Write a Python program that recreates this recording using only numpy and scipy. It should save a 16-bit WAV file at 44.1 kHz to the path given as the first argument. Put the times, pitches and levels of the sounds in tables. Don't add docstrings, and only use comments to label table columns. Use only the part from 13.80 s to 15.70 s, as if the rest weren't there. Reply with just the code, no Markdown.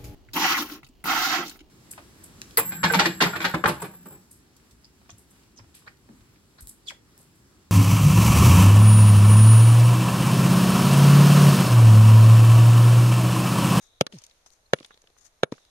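import sys
import numpy as np
from scipy import signal
from scipy.fft import rfft, irfft, next_fast_len
from scipy.io import wavfile
from scipy.ndimage import uniform_filter1d, minimum_filter1d

SR = 44100
rng = np.random.default_rng(int(sys.argv[2]) if len(sys.argv) > 2 else 0)


def wav_out(sig):
    wavfile.write(sys.argv[1], SR, np.round(np.clip(np.atleast_2d(sig).T, -1, 1) * 32767).astype(np.int16))


N = 83790


def amp(db):
    return 10 ** (np.asarray(db) / 20)


def unit(x):
    return x / np.sqrt(np.mean(x ** 2) + 1e-20)


def along(points, hz):
    freqs, values = np.transpose(points)
    return np.interp(np.log(hz + 1), np.log(freqs + 1), values)


def since(start):
    return np.arange(N) / SR - start


def fade(t, t60):
    return np.exp(-np.log(1000) * np.maximum(t, 0) / t60)


def pan(db):
    return amp(np.array([[db], [-db]]) / 2)


def add(out, start, x):
    part = out[:, max(round(start * SR), 0):][:, :x.shape[-1]]
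    part += x[..., :part.shape[-1]]


def filtered(x, response):
    n = x.shape[-1]
    size = next_fast_len(n + 2048)
    return irfft(rfft(x, size) * response(np.fft.rfftfreq(size, 1 / SR)), size)[..., :n]


def coloured(x, spectrum):
    return unit(filtered(x, lambda hz: amp(along(spectrum, hz))))


def stereo(size, likeness):
    def weights(hz):
        angle = np.arccos(np.clip(along(likeness, hz), -1, 1)) / 2
        return np.array([np.cos(angle), np.sin(angle)])
    mid, side = filtered(rng.standard_normal((2, size)), weights)
    return np.array([mid + side, mid - side])


def ring(modes, t, rise_s, detune=1):
    t = np.maximum(t, 0)
    tones = sum(amp(db) * fade(t, t60) * np.sin(2 * np.pi * hz * detune * t) for hz, db, t60 in modes)
    return (1 - np.exp(-t / rise_s)) * tones


def swell(start, rise, hold, fall):
    return np.clip(since(start) / rise, 0, 1) * np.exp(-np.maximum(since(start + rise + hold), 0) / fall)


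def swells(rows, spectrum):
    level = sum(amp(db) * swell(*timing) for *timing, db in rows)
    return level * coloured(rng.standard_normal((2, N)), spectrum)


def crumble(length, spread_db, size=22):
    return amp(spread_db * unit(uniform_filter1d(rng.standard_normal(length), size=size)))


# frequency in Hz, relative density in dB.
AIR_SPECTRUM = [(20, 16.5), (45, 17), (90, 7.5), (200, -1), (500, 5), (1000, 2.5), (2200, -2), (3000, -5),
                (3900, -0.5), (4900, -4.5), (6300, -1), (7600, -6.5), (10000, -7.5), (13600, -9),
                (15200, -35.5)]
# frequency in Hz, left-right correlation.
AIR_LIKENESS = [(60, 0.98), (240, .8), (640, .47), (1400, 0), (15000, 0)]
AIR_DB = -66

def air():
    return amp(AIR_DB) * coloured(stereo(N, AIR_LIKENESS), AIR_SPECTRUM)


# start, rise, hold and fall in seconds, level in dB.
BUZZES = [(0, 0.0061, 0.18, .02, -67), (1.11, 0.0059, 0.022, .02, -61), (1.77, 0.027, 0.11, .02, -71)]
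# frequency in Hz, relative density in dB.
BUZZ_SPECTRUM = [(2500, -51.5), (3400, -4), (3850, 3.5), (4300, -17), (5500, -43)]

def insects():
    return swells(BUZZES, BUZZ_SPECTRUM)


# centre in seconds, level in dB.
PEEPS = [(0.863, -58.5), (1.358, -67.5)]
PEEP_HZ, PEEP_RISE_HZ_PER_S, PEEP_WIDTH_S = 4210, 10500, 0.0043

def peeps():
    out = np.zeros(N)
    for centre, db in PEEPS:
        t = since(centre)
        cycles = t * (PEEP_HZ + PEEP_RISE_HZ_PER_S * t / 2)
        out += amp(db) * np.exp(-(t / PEEP_WIDTH_S) ** 2) * np.sin(2 * np.pi * cycles)
    return out


# start, rise, hold and fall in seconds, level in dB.
SLIDES = [(.008, 0.013, 0.0034, 0.035, -57), (.665, 0.0062, 0.01, 0.026, -66.5),
          (.712, 0.011, 0.0098, 0.029, -63.5), (1.372, 0.0086, 0.008, 0.0097, -58.5),
          (1.403, .013, .012, 0.011, -59.5), (1.438, 0.016, 0.02, 0.0083, -57.5)]
# frequency in Hz, relative density in dB.
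SAND_SPECTRUM = [(300, -15.5), (1500, -6), (3000, -11.5), (5000, -4), (6400, 4.5), (8500, -6.5),
                 (11000, -10.5), (14000, -15), (16000, -42)]

def sand():
    runs = swells(SLIDES, SAND_SPECTRUM)
    graininess = crumble(N, spread_db=1.5)
    clumps = crumble(N, spread_db=2.6, size=260)
    return pan(db=9) * runs * unit(graininess * clumps)


GRAINS_PER_S, GRAIN_HZ, GRAIN_DECAY_CYCLES = 2800, 3890, 4
GRAIN_SPREAD_OCTAVES, GRAIN_SPREAD_DB, TOP_HZ = 0.95, 3.5, 15665

def grains(size=256):
    count = round(GRAINS_PER_S * N / SR)
    when, pitch, strength, phase = rng.random((8000, 4))[:count].T[:, :, None]
    octaves = GRAIN_SPREAD_OCTAVES * np.log((pitch + 1e-6) / (1 - pitch)) / 2
    hz = np.minimum(GRAIN_HZ * 2 ** octaves, TOP_HZ)
    age = np.arange(size)
    cycles = hz * age / SR
    gain = amp(-GRAIN_SPREAD_DB * np.log(strength + 0.0067))
    decay = np.exp(-cycles / GRAIN_DECAY_CYCLES) * (1 - age / size)
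    pings = gain * decay * np.sin(2 * np.pi * (cycles + phase))
    positions = (when * N).astype(int) + age
    return np.bincount(positions.ravel(), pings.ravel(), N)[:N]


# start in seconds, level in dB, decay time constant in seconds.
SHOWERS = [(0.316, -53, 0.12), (.95, -53, 0.093), (1.725, -57.5, 0.072)]
# frequency in Hz, relative gain in dB.
GRIT_COLOUR = [(200, -1), (600, 3), (1500, -9), (4000, -3), (6500, 1.5), (9000, 0), (14000, -2.5),
               (16000, -44)]
SHOWER_RISE_S = 0.0085

def grit():
    level = np.zeros(N)
    for start, db, decay in SHOWERS:
        t = np.maximum(since(start), 0)
        level += amp(db) * np.minimum(t / SHOWER_RISE_S, 1) * np.exp(-t / decay)
    return level * coloured(np.array([grains(), grains()]), GRIT_COLOUR)


WHIRR_START_S, WHIRR_LIFE_S, WHIRR_HZ, WHIRR_SLOWING_PER_S = 0.3345, 0.045, 228, 13.8
WHIRR_DB, WHIRR_OVERTONE_DB = -39, -10.5

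def whirr():
    t = np.maximum(since(WHIRR_START_S), 0)
    hz = (t > 0) * WHIRR_HZ * np.exp(-WHIRR_SLOWING_PER_S * t)
    phase = 2 * np.pi * np.cumsum(hz) / SR
    overtones = amp(WHIRR_OVERTONE_DB) * fade(t, 0.3) * (np.sin(2 * phase) + 0.52 * np.sin(3 * phase))
    envelope = (1 - np.exp(-t / 0.0015)) * np.exp(-(t / WHIRR_LIFE_S) ** 3)
    return amp(WHIRR_DB) * envelope * (np.sin(phase) + overtones)


# frequency in Hz, echo t60 in seconds.
ECHO_DECAY = [(150, 0.2), (600, 0.21), (2000, 0.13), (10000, 0.02)]
ECHO_DB, ECHO_DELAY_S = -38.5, 0.0037

def face_echo(x):
    hz, t, bands = signal.stft(rng.standard_normal((2, SR // 4)), SR, nperseg=128)
    tail = signal.istft(bands * fade(t, along(ECHO_DECAY, hz)[:, None]), SR, nperseg=128)[1]
    tail /= np.linalg.norm(tail[0])
    tail = np.pad(tail, ((0, 0), (round(ECHO_DELAY_S * SR), 0)))
    return amp(ECHO_DB) * signal.fftconvolve(x, tail, axes=1)[:, :N]


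# start in seconds, tick level in dB, tick pitch in Hz, tick t60 in seconds,
# knock level in dB, size ratio, left-right pan in dB.
CHIPS = [(0.2656, -9.5, 4000, 0.013, -21.5, 0.93, -3), (.2660, -15.5, 1495, 0.019, -64, 0.64, -3),
         (0.324, -40, 2900, 0.019, -45.5, 0.75, 9), (0.3418, -50, 4570, .022, -75, 1, 3),
         (0.3849, -43, 5600, 0.026, -75, 1, 6.5), (0.4172, -48.5, 5960, 0.03, -58, 0.93, 2),
         (0.4382, -38, 6190, 0.021, -74, 0.92, 5), (0.448, -51, 5890, 0.026, -78, 0.84, 8),
         (.4648, -40.5, 7000, 0.012, -86.5, 0.85, 2), (0.497, -50.5, 4450, 0.014, -75, 0.92, 9),
         (.5110, -48.5, 3680, 0.017, -77, 1, -2), (0.6616, -48.5, 1000, 0.032, -68, 0.58, 2.5),
         (0.661, -50.5, 6020, 0.058, -72, 0.77, 5), (0.704, -41.5, 6840, 0.0057, -81, 0.77, 12.5),
         (0.9864, -34.5, 2850, 0.023, -42.5, 0.9, -1.5), (1.001, -36, 3920, 0.018, -58, 1, -3),
         (1.007, -37, 1490, 0.014, -28, 0.88, -3), (1.0287, -40, 2960, 0.014, -53, 1, 4),
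         (1.0462, -33.5, 3780, 0.019, -50, 0.61, 1.5), (1.06, -50, 9050, 0.03, -75, 0.85, 2),
         (1.1063, -44, 1500, 0.038, -46, 0.605, -1), (1.142, -48.5, 3720, 0.015, -52.5, 0.654, 1.5),
         (1.1740, -49.5, 3940, 0.017, -52.5, 0.51, 2.5), (1.218, -46.5, 6220, 0.011, -69, 0.62, 0.5),
         (1.24, -57, 3080, .02, -49, 0.58, 0.5), (1.272, -45, 3090, 0.016, -82, 0.4, 1),
         (1.3010, -57.5, 4030, 0.013, -53, 0.68, 3), (1.3652, -48.5, 950, 0.02, -66.5, 0.8, 2.5),
         (1.7182, -39.5, 4060, 0.033, -56, 0.47, -1), (1.7226, -32, 1620, 0.021, -14, 1, 2.5),
         (1.7228, -42.5, 5600, 0.019, -60, 0.92, 9), (1.7385, -48.5, 1800, 0.018, -50, 0.9, -14),
         (1.7801, -51, 1395, 0.028, -56, 0.56, 1), (1.8500, -49.5, 4220, 0.012, -71.5, 0.83, 1)]
# frequency in Hz at size 1, relative level in dB, t60 in seconds.
GROUND_MODES = [(131, -15, 0.037), (270.4, 7, 0.012), (440, -6.5, 0.025), (946, -10.5, 0.014)]
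SCRAPE_Q, SCRAPE_TOP_RATIO, CHIP_RING_Q, CHIP_RING_DB, CHIP_HARD_HZ = 1.1, 1.9, 8.8, -1, 3800

def chips():
    out, t = np.zeros((2, N)), np.arange(SR // 10) / SR
    for start, tick_db, hz, t60, knock_db, size, pan_db in CHIPS:
        def scrape_band(f):
            resonance = 1j * f / (hz * hz - f * f + 1j * f * hz / SCRAPE_Q)
            return resonance / (1 + (f / hz / SCRAPE_TOP_RATIO) ** 2)
        def ring_band(f):
            return 1 / (1 + (CHIP_RING_Q * (f / hz - 1)) ** 2)
        crumbs = rng.standard_normal((2, len(t))) * crumble(len(t), spread_db=3)
        scrape = unit(filtered(crumbs, scrape_band))
        tone = unit(filtered(rng.standard_normal((2, len(t))), ring_band))
        hardness = min(1, hz / CHIP_HARD_HZ) ** 2
        envelope = fade(t, t60) * (1 - np.exp(-t / 0.00083))
        tick = envelope * (scrape + amp(CHIP_RING_DB) * hardness * tone)
        knock = ring(GROUND_MODES, t, rise_s=0.0011, detune=1 / size)
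        add(out, start, pan(pan_db) * (amp(tick_db) * tick - amp(knock_db) * knock))
    return out


# frequency in Hz, relative density in dB.
CRUSH_SPECTRUM = [(100, -9), (300, -9), (550, 1), (1000, -1), (2000, -5.5), (3500, -0.5), (4500, -6.5),
                  (5500, -9.5), (6500, -13.5), (8000, -18.5), (13500, -23.5), (16000, -33.5)]
# frequency in Hz, left-right correlation.
CRUSH_LIKENESS = [(600, 0.12), (1100, 0), (4000, 0.027), (10000, 0.044)]
LEAD_IN_DB, LEAD_IN_S, CRUSH_RISE_S, CRUSH_T60_S = -23.5, 0.0013, 0.0008, 0.0099

def crush(t, crush_s):
    lead_in = amp(LEAD_IN_DB) * np.exp(-np.abs(t) / LEAD_IN_S)
    force = lead_in + np.clip(t / CRUSH_RISE_S, 0, 1) * fade(t - crush_s, CRUSH_T60_S)
    return 0.39 * force * coloured(stereo(len(t), CRUSH_LIKENESS), CRUSH_SPECTRUM)


# frequency in Hz, relative level in dB, t60 in seconds.
STONE_MODES = [(900, -14.5, .011), (1358, -3.5, .014), (1630, -6.5, 0.0091), (2270, -9, 0.018),
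               (2830, -14, 0.013), (3360, -8.5, 0.0092), (3880, -7.5, .01), (4980, -11.5, .007),
               (5920, -17, 0.0066), (6600, -20.5, .018), (8720, -22.5, 0.013), (9700, -27, 0.014),
               (12700, -26, 0.011)]
STONE_DB, STONE_SCATTER_DB, STONE_DETUNE, FLAKE_T60_S = -0.5, 1.5, 0.006, 0.0093

def stone(t, crush_s, flake_hz, flake_db):
    modes = [(hz * (1 + rng.normal(0, STONE_DETUNE)), db + rng.normal(0, STONE_SCATTER_DB), t60)
             for hz, db, t60 in STONE_MODES]
    modes.append((flake_hz, flake_db, FLAKE_T60_S))
    rings = [ring([mode], t - crush_s * rng.random((2, 1)), rise_s=0.00038) for mode in modes]
    return amp(STONE_DB) * sum(rings)


# start in seconds, thump, boom and crack levels in dB, crush length and thump delay in seconds,
# crack tilt in dB per octave, crack pan in dB, head ring in dB, flake pitch in Hz, flake level in dB.
BLOWS = [(0.2099, 10, 4.5, 3.5, .0018, 0.0015, 1.6, 0, -57.5, 2803, -4),
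         (0.934, 4.5, -6, -1.5, 0.0009, 0.00027, -0.6, -3, -51.5, 1750, 0),
         (1.633, 7.5, -4.5, 2.5, 0.000813, 0.0005, -2.65, 0, -56, 3610, -2)]
# frequency in Hz, relative level in dB, t60 in seconds.
THUMP_MODES = [(420, -6.5, 0.019), (519, 4, 0.014), (660, -3, 0.0079)]
# frequency in Hz, relative level in dB, t60 in seconds.
BOOM_MODES = [(145, -2.5, 0.022), (196.4, -2.5, 0.023), (262, -3, 0.024), (150, -30, 0.086)]
# mean delay in seconds, gain in dB.
LEDGES = [(.0031, -16), (.0047, -15.5), (.0066, -24), (.0089, -25)]
THUMP_RISE_S, THUMP_EAR_LAG_S, HEAD_HZ, HEAD_T60_S = 0.0013, 0.00018, 10212, 0.25

def hammer():
    out, lead_s = np.zeros((2, N)), 0.01
    t = np.arange(SR // 2) / SR - lead_s
    ear_lag = np.array([[THUMP_EAR_LAG_S], [-THUMP_EAR_LAG_S]]) / 2
    for (start, thump_db, boom_db, crack_db, crush_s, delay_s,
         tilt_db, pan_db, head_db, flake_hz, flake_db) in BLOWS:
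        surface = crush(t, crush_s) + stone(t, crush_s, flake_hz, flake_db)
        tilted = filtered(surface, lambda hz: amp(tilt_db * np.log2((hz + 300) / 2500)))
        crack = amp(crack_db) * pan(pan_db) * tilted
        for echo_s, db in LEDGES:
            add(out, start - lead_s + echo_s * rng.uniform(0.9, 1.1), amp(db) * crack[::-1])
        thump = amp(thump_db) * ring(THUMP_MODES, t - delay_s - ear_lag, THUMP_RISE_S)
        boom = amp(boom_db) * ring(BOOM_MODES, t - delay_s - ear_lag, THUMP_RISE_S)
        head = ring([(HEAD_HZ, head_db, HEAD_T60_S)], t, rise_s=0.00092)
        add(out, start - lead_s, crack - thump - boom + head)
    return out


LOW_CUT_HZ = 130

def scene():
    low_cut = signal.butter(3, LOW_CUT_HZ, "high", fs=SR, output="sos")
    hits = signal.sosfilt(low_cut, hammer() + chips())
    return hits + face_echo(hits) + whirr() + grit() + sand() + peeps() + insects() + air()


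CEILING, HOLD_S, RELEASE_S, LOOKAHEAD_SAMPLES = 0.84, 0.075, 0.009, 64

def limiter(x):
    needed = np.minimum(1, CEILING / (np.abs(x).max(0) + 1e-9))
    hold, window = round(HOLD_S * SR), 2 * LOOKAHEAD_SAMPLES
    held = minimum_filter1d(needed, hold, origin=(hold - 1) // 2)
    pole = np.exp(-1 / (RELEASE_S * SR))
    released = np.exp(signal.lfilter([1 - pole], [1, -pole], np.log(held)))
    gain = np.minimum(held, released)
    return x * uniform_filter1d(minimum_filter1d(gain, window), window)


# frequency in Hz, gain in dB.
PORT_RESPONSE = [(5600, -0.5), (6600, 1.5), (7100, -1), (7650, -5.5), (8600, 0.5), (11000, -2.5),
                 (14000, -5.5)]

def record(dry):
    heard = filtered(dry, lambda hz: amp(along(PORT_RESPONSE, hz)))
    return filtered(limiter(heard), lambda hz: np.clip((TOP_HZ - hz) / 1400, 0, 1) ** 2)


dry = scene()
out = record(dry)
wav_out(out)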